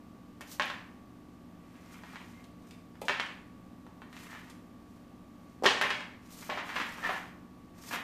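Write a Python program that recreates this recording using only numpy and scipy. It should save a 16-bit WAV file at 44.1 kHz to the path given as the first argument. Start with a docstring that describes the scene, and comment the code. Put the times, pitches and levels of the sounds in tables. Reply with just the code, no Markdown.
"""Cat batting a wallet

A cat paws a card-filled wallet over a wooden floor, lifts it, drops it and bats it along.
Impacts are short pressure pulses that drive dying modes; claws, teeth and cards add noise bursts.
Friction is noise shaped by sliding speed: a rasp of random slips, a smooth swish, judder and squeaks.
Echoes and a diffuse tail form a bare, lively room, where a motor, probably a refrigerator's,
hums faintly as wavering sines over the noise of the air."""
import sys
import numpy as np
from scipy import signal
from scipy.fft import rfft, irfft
from scipy.io import wavfile

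SR = 44100
rng = np.random.default_rng(int(sys.argv[2]) if len(sys.argv) > 2 else 0)


def to_wav(s):
    """Save 16-bit WAV."""
    ch = np.atleast_2d(s).T  # columns
    pcm = np.round(np.clip(ch, -1, 1) * 32767)  # PCM
    wavfile.write(sys.argv[1], SR, pcm.astype(np.int16))


N = 354123  # samples

# Blows of wallet on floor (low contact = soft face, high = hard edge):
# start_s, strength_db, contact_hz, ring_db (relative)
BLOWS = [(0.409, -33, 1460, 4), (0.414, -33.5, 2200, 6), (0.5976, -12.5, 1820, 8), (0.6018, -32, 2630, 8),
         (0.6214, -17, 2350, 9), (0.659, -39, 2750, 0), (0.6807, -28, 2210, -6), (0.7008, -22, 1700, 7),
         (2.036, -36, 1490, 1), (2.134, -42, 1100, -6), (2.158, -31, 1860, 0), (2.955, -46, 1510, 7),
         (3.0175, -29, 684, -1), (3.0837, -12, 2070, 1), (3.096, -13.5, 1740, 8), (3.1986, -14.5, 1960, 5),
         (3.2617, -32, 2140, 8), (3.866, -42, 1080, -5), (4.019, -36, 1510, 5), (4.129, -37.5, 1900, -3),
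         (4.167, -34.5, 2100, -1), (4.33, -39, 1520, 13), (5.624, -24.5, 486, 5), (5.6363, -21, 750, 3),
         (5.6411, -18, 507, 0), (5.645, -18, 1900, -3), (5.6561, -10, 1340, 6), (5.6586, -20, 384, 3),
         (5.6608, -5, 2780, 5), (5.6645, -10.5, 2350, 16), (5.8134, -11, 1840, 6), (5.8229, -16, 2060, 11),
         (5.8405, -18.5, 1780, 3), (5.9052, -15, 2130, 6.5), (6.0064, -28.5, 1820, -1),
         (6.4941, -27, 890, 18), (6.499, -23, 2020, 3), (6.5748, -25.5, 1490, -5), (6.6922, -27, 1830, 2),
         (6.7604, -29.5, 1610, 10), (6.9799, -38, 1400, 15), (7.093, -20.5, 1300, -2),
         (7.9119, -28.5, 1499, 3), (7.932, -28, 1800, 6)]
# Modes of wallet and boards ringing together: pitch_hz, level_db (relative), t60_s
FLOOR_MODES = [(261.5, -20.5, 0.26), (404, -26, 0.2), (613, -24, 0.073), (860, -53, 0.04), (1103, -25, 0.1),
               (1340, -31, 0.01), (1644, -40, 0.17), (1870, -18, 0.019), (2380, -48, 0.018),
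               (3310, -29, 0.027), (5000, -38, 0.011)]
# The cat carries the wallet away, so the room gains on the direct sound: time_s, distance_m
CAT_DISTANCE = [(0, 0.98), (4.8, 0.99), (5.7, 1.11), (6.5, 1.82), (8, 1.73)]
# The wallet never lands square: its far edge follows, weaker and a little harder
FAR_EDGE_DELAY_S, FAR_EDGE_DB, FAR_EDGE_HZ_RATIO = 0.003, -7, 1.32
# Every blow shakes the cards: level for a usual blow, and dB of growth per dB of blow
CARDS_DB, USUAL_BLOW_DB, CARDS_GROWTH = -48.5, -17, 0.51
CARDS_HZ, CARDS_DECAY_S = 4400, 0.001


def knocks(room_db=2, ring_db=0):
    """Impact excitation: two edges clap in turn, drive the modes and shake the cards."""
    out = np.zeros(N)
    for start_s, strength_db, contact_hz, own_ring_db in BLOWS:
        clap = contact(contact_hz)
        far_edge = gain_of(FAR_EDGE_DB) * contact(contact_hz * FAR_EDGE_HZ_RATIO)
        add(clap, FAR_EDGE_DELAY_S * rng.uniform(0.63, 1.4), far_edge)
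        ring = signal.fftconvolve(clap, ringing(FLOOR_MODES))[:len(clap)]
        ring = ring / abs(contact(contact_hz)).sum()
        cards_db = CARDS_DB + CARDS_GROWTH * (strength_db - USUAL_BLOW_DB)
        cards = gain_of(cards_db) * scratch(CARDS_HZ, CARDS_DECAY_S)
        blow = gain_of(strength_db) * (clap + gain_of(ring_db + own_ring_db) * ring) + cards
        distance_m = np.interp(start_s, *np.transpose(CAT_DISTANCE))
        add(out, start_s, heard(blow, room_db + 20 * np.log10(distance_m)))
    return out


# Colour of the card-filled wallet: frequency_hz, level_db (relative)
WALLET_COLOUR = [(100, -3), (270, -2.5), (450, 4), (800, 3.5), (1300, -0.5), (1800, 0), (2400, -1.5),
                 (3300, 2), (4200, 4), (6500, 7), (9000, 4), (15000, -21)]


def contact(hz, damping=1.0, size=8192):
    """Impulsive radiation: a stopped flat object pushes air one way, then back; harder is quicker."""
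    s = 1j * np.fft.rfftfreq(size, 1 / SR) / hz
    push_and_return = s / (s ** 2 + damping * s + 1) ** 2
    pulse = irfft(causal(WALLET_COLOUR, size) * push_and_return)
    return -pulse / abs(pulse).max()


def causal(spectrum, size):
    """Minimum phase: the given colour becomes a response that starts only at the blow."""
    log_gain = np.log(gain_of(read(spectrum, abs(np.fft.fftfreq(size, 1 / SR)))))
    return np.exp(np.conj(signal.hilbert(log_gain)))[:size // 2 + 1]


def ringing(modes, size=8192):
    """Modal decay: a sum of dying sines, weighted anew at each point of contact."""
    t = np.arange(size) / SR
    weights = rng.uniform(0.55, 0.89, len(modes))
    out = np.zeros(size)
    for weight, (hz, db, t60) in zip(weights, modes):
        out += weight * gain_of(db - 60 * t / t60) * np.sin(2 * np.pi * hz * t)
    return out


# Claws, teeth and card edges catching: start_s, level_db, centre_hz, decay_s
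CATCHES = [(0.409, -48, 6240, 0.0056), (0.656, -48, 8800, .002), (1.922, -58, 5940, .01),
           (2.441, -53, 3430, 0.0037), (2.709, -48, 3100, .004), (3.015, -51, 7000, .008),
           (3.0171, -44, 2380, 0.0033), (3.052, -53, 4770, .011), (3.083, -45, 4460, .003),
           (3.203, -47, 4050, .003), (4.235, -53, 5930, .0043), (4.499, -53, 5250, .0079),
           (5.636, -40.5, 3300, 0.04), (5.813, -38, 5300, 0.0045), (5.901, -45, 4100, 0.0024),
           (7.932, -39.5, 7800, 0.00088)]


def ticks(room_db=0):
    """Transient noise: catches are brief bright scratches."""
    out = np.zeros(N)
    for start_s, level_db, centre_hz, decay_s in CATCHES:
        add(out, start_s, gain_of(level_db) * heard(scratch(centre_hz, decay_s), room_db))
    return out


def scratch(hz, decay_s, size=8192):
    """Damped noise: a band around one frequency dies away exponentially."""
    band = [(hz / 4, -16), (hz, 0), (hz * 2, -6), (hz * 4, -20)]  # Hz, dB
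    noise = coloured(rng.standard_normal(size), band)
    return noise * np.exp(-np.arange(size) / SR / decay_s)


# Shoves that slide the wallet: top_speed_s, push_s, coast_s,
# rasp_db (edge, relative), swish_db (leather, relative)
SHOVES = [(0.522, 0.063, 0.06, -55.5, -47.5), (1.75, 0.22, 0.3, -65, -71), (1.93, .14, 0.2, -54, -65),
          (2.13, .15, 0.15, -53, -63), (2.26, 0.07, 0.28, -60, -65), (2.70, 0.15, .08, -67, -67),
          (4.2, 0.12, 0.15, -52.5, -56.5), (4.335, 0.09, 0.16, -50.5, -61.5),
          (4.48, 0.071, 0.075, -53, -67), (4.92, 0.15, 0.27, -79, -74), (5.5, .22, 0.12, -69, -73),
          (6.27, 0.085, 0.062, -58, -65), (6.325, 0.039, 0.094, -64, -51), (6.435, 0.083, .1, -53.5, -50),
          (6.565, 0.096, 0.058, -35, -60), (6.69, 0.079, .04, -46, -54.5),
          (6.775, 0.089, 0.1, -35.5, -52.5), (6.88, 0.089, 0.29, -46, -56.5),
          (7.04, 0.071, 0.12, -39.5, -61), (7.115, 0.071, 0.23, -41.5, -56.5), (7.79, 0.06, 0.18, -54, -60),
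          (7.89, .09, 0.068, -55, -50.5), (7.934, 0.033, 0.063, -34.5, -46.5)]
FRICTION_POWER = 1.16  # friction noise grows as speed to this power


def stroke(kind):
    """Sliding friction: each shove speeds the wallet up evenly, then the floor brakes it evenly."""
    t, out = np.arange(N) / SR, np.zeros(N)
    for top_s, push_s, coast_s, rasp_db, swish_db in SHOVES:
        speed = np.interp(t, [top_s - push_s, top_s, top_s + coast_s], [0, 1, 0])
        level_db = {"rasp": rasp_db, "swish": swish_db}[kind]
        out += gain_of(level_db) * speed ** FRICTION_POWER
    return out


# Colour of the edge on the wood: frequency_hz, level_db (per Hz, relative)
RASP_COLOUR = [(100, -23), (250, -2), (450, -8), (700, -7), (980, 1), (1300, -0.5), (1800, -1.5),
               (2500, -7), (4000, -14), (7000, -27), (15000, -66)]


def rasp(level_db=-5, slips_per_s=330, spread_db=5, clump_db=4.0, room_db=2.0):
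    """Irregular stick-slip: the edge catches and slips on the grain of the wood, in uneven clumps."""
    clumps = gain_of(clump_db * np.clip(drift(27), -1.5, 1.5))
    catches = slips(slips_per_s, spread_db) * clumps
    return heard(gain_of(level_db) * stroke("rasp") * coloured(catches, RASP_COLOUR), room_db)[:N]


def slips(per_s, spread_db):
    """Random point process: catches and releases of uneven size, at an rms of one."""
    sizes = gain_of(spread_db * np.minimum(rng.exponential(1, N), 3)) * rng.choice([-1, 1], N)
    # gamma-distributed gaps: each slip needs a moment to catch again
    gaps = rng.gamma(2, SR / per_s / 2, N // 8)
    moments = np.cumsum(gaps).astype(int)
    return evened(sizes * np.isin(np.arange(N), moments))


# Colour of leather on varnish: frequency_hz, level_db (per Hz, relative)
SWISH_COLOUR = [(300, 15), (1500, 2), (4000, 12.5), (6000, 14), (9000, 9.5), (11000, 4), (13500, 10),
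                (15500, -9)]
# Bright fizz of the hardest swishes: frequency_hz, level_db (per Hz, relative)
FIZZ_COLOUR = [(3000, -30), (7000, -11), (11000, -2), (13500, 3), (15500, -4)]


def swish(level_db=-3, flutter_db=2.5, fizz_db=-3, room_db=-4):
    """Smooth friction: countless tiny contacts merge into a hiss that brightens with effort."""
    effort = stroke("swish")
    flutter = gain_of(flutter_db * drift(90))
    hiss = coloured(rng.standard_normal(N) * flutter, SWISH_COLOUR)
    fizz = coloured(rng.standard_normal(N), FIZZ_COLOUR)
    fizz = gain_of(fizz_db) * effort / effort.max() * fizz
    return heard(gain_of(level_db) * effort * (hiss + fizz), room_db)[:N]


# Hard pushes; a row that ends before its start is silent: start_s, peak_s, end_s, level_db (relative)
HARD_PUSHES = [(4.274, 4.326, 4.37, -48), (6.736, 6.783, 6.45, -44), (7.005, 7.05, 7.1, -32.5),
               (7.076, 7.11, 6.48, -35)]
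# Resonances that the judder drives: pitch_hz, level_db (relative), t60_s
RATTLE_MODES = [(930, -10, 0.038), (1070, -9, 0.057), (1345, -1, 0.058), (1740, 4, 0.056),
                (1797, 2.5, 0.033)]


def judder(level_db=-5, slips_per_s=260, spread_db=2, room_db=3):
    """Driven resonance: under a hard push, slower and more even slips set the wallet rattling."""
    t, push = np.arange(N) / SR, np.zeros(N)
    for start_s, peak_s, end_s, push_db in HARD_PUSHES:
        push += gain_of(push_db) * np.interp(t, [start_s, peak_s, end_s], [0, 1, 0])
    rattle = signal.fftconvolve(slips(slips_per_s, spread_db), ringing(RATTLE_MODES))[:N]
    return heard(gain_of(level_db) * push * evened(rattle), room_db)[:N]


# Thin squeaks of leather and cards: start_s, length_s, pitch_hz, level_db
THIN_SQUEAKS = [(2.268, 0.22, 2110, -65.5), (5.918, 0.053, 2200, -39)]


def squeaks(waver=0.013, room_db=-5):
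    """Regular stick-slip: brief periodic slipping gives a thin, unsteady tone."""
    out, wander = np.zeros(N), drift(150)
    for start_s, length_s, pitch_hz, level_db in THIN_SQUEAKS:
        pitch = pitch_hz * (1 + waver * wander[int(start_s * SR):][:int(length_s * SR)])
        tone = np.sin(2 * np.pi * np.cumsum(pitch) / SR)
        add(out, start_s, gain_of(level_db) * np.hanning(len(pitch)) * tone)
    return heard(out, room_db)[:N]


# Nearest walls and furniture: delay_s (nominal), gain (amplitude)
NEAR_ECHOES = [(.0046, 0.36), (.0097, 0.28), (0.0127, .2), (0.02, 0.057)]


def heard(x, room_db):
    """Superposition of paths: direct sound, near echoes that shift from spot to spot, and the tail."""
    response = gain_of(room_db) * room()
    response[0] += 1
    for delay_s, gain in NEAR_ECHOES:
        response[int(delay_s * rng.uniform(.9, 1.1) * SR)] += gain
    return signal.fftconvolve(x, response)


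# Reverberation time: frequency_hz, t60_s
TAIL_T60 = [(100, 1.8), (300, .5), (800, 0.56), (2000, 0.52), (3300, 0.4565), (4300, .5), (8000, 0.53),
            (15000, 0.48)]
# Colour of the reverberation: frequency_hz, level_db (relative)
TAIL_COLOUR = [(100, -9), (260, -6.5), (430, -5), (700, -3), (1500, -3), (2300, 2.5), (3300, 2), (4300, -2),
               (6000, -3.5), (15000, 0)]


def room(build_s=0.00059, size=30720):
    """Diffuse reverberation: dense reflections from one spot, each band dying at its own speed."""
    hz, t, bands = signal.stft(rng.standard_normal(size), SR, nperseg=512)
    decay_db = 60 * t / read(TAIL_T60, hz)[:, None]
    bands = bands * gain_of(read(TAIL_COLOUR, hz)[:, None] - decay_db)
    tail = signal.istft(bands, SR, nperseg=512)[1][:size]
    tail = tail * (1 - np.exp(-np.arange(size) / SR / build_s))
    return tail / np.linalg.norm(tail)


# Lines of the motor: pitch_hz, level_db (rms, about which it wavers)
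MOTOR_LINES = [(59.2, -69.5), (78, -73.5), (98.2, -70.5), (119.5, -72.5), (126.3, -69), (175.2, -60.5),
               (189.8, -69), (226, -78), (236.9, -62.5), (251.7, -62), (296.1, -63), (349.9, -71),
               (394.3, -81.5), (1127.6, -68.5), (1187, -72)]
# Still air of the room: frequency_hz, level_db (per Hz, relative)
AIR_COLOUR = [(20, -10), (42, -22), (60, -7.5), (105, -4), (145, -10.5), (190, 1.5), (260, -1.5),
              (400, -11.5), (700, -13), (1150, -20.5), (2000, -25), (5000, -33.5), (11000, -40),
              (14500, -38.5)]
AIR_DB = -55.5  # rms


def hum(waver_db=1.0, phase_wander=0.76):
    """Periodic machinery: motor lines waver slightly in level and phase (radians), over room air."""
    t = np.arange(N) / SR
    out = gain_of(AIR_DB) * coloured(rng.standard_normal(N), AIR_COLOUR)
    knots = np.linspace(0, t[-1], num=48)
    for hz, db in MOTOR_LINES:
        swell, wander = (np.interp(t, knots, row) for row in rng.standard_normal((2, len(knots))))
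        phase = 2 * np.pi * (hz * t + rng.random()) + phase_wander * wander
        out += np.sqrt(2) * gain_of(db + waver_db * swell) * np.sin(phase)
    return out


def gain_of(db):
    """Logarithmic level: decibels to amplitude."""
    return 10 ** (np.asarray(db) / 20)


def evened(x):
    """Power normalisation: scales to an rms of one."""
    return x / np.sqrt(np.mean(x ** 2) + 1e-20)


def read(points, hz):
    """Logarithmic interpolation: reads a table along a log frequency axis."""
    f, value = np.transpose(points)
    return np.interp(np.log(hz + 1), np.log(f + 1), value)


def add(mix, start_s, sound):
    """Superposition: adds a sound into the mix from its start."""
    part = mix[round(start_s * SR):][:len(sound)]
    part += sound[:len(part)]


def coloured(x, spectrum):
    """Spectral shaping: filters x by a table of levels, to an rms of one."""
    gain = gain_of(read(spectrum, np.fft.rfftfreq(len(x), 1 / SR)))
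    return evened(irfft(rfft(x) * gain, len(x)))


def drift(rate):
    """Low-passed noise: slow random wandering, up to about rate turns a second."""
    hz = np.fft.rfftfreq(N, 1 / SR)
    return evened(np.fft.irfft(rfft(rng.standard_normal(N)) * np.exp(-(hz / rate) ** 2), N))


def scene():
    """Linear superposition: wallet and room, in mono."""
    return (hum() + knocks() + ticks() + rasp() + judder() + squeaks() + swish())[None]


def record(dry, ceiling=0.42, edge_hz=14900):
    """Soft saturation and band limiting: rounds off the very loudest peaks, then cuts the top."""
    limited = dry / (1 + (dry / ceiling) ** 4) ** (1 / 4)
    lowpass = signal.firwin(255, edge_hz, window=("kaiser", 8), fs=SR)
    return signal.oaconvolve(limited, lowpass[None], "same")


dry = scene()
out = record(dry)
to_wav(out)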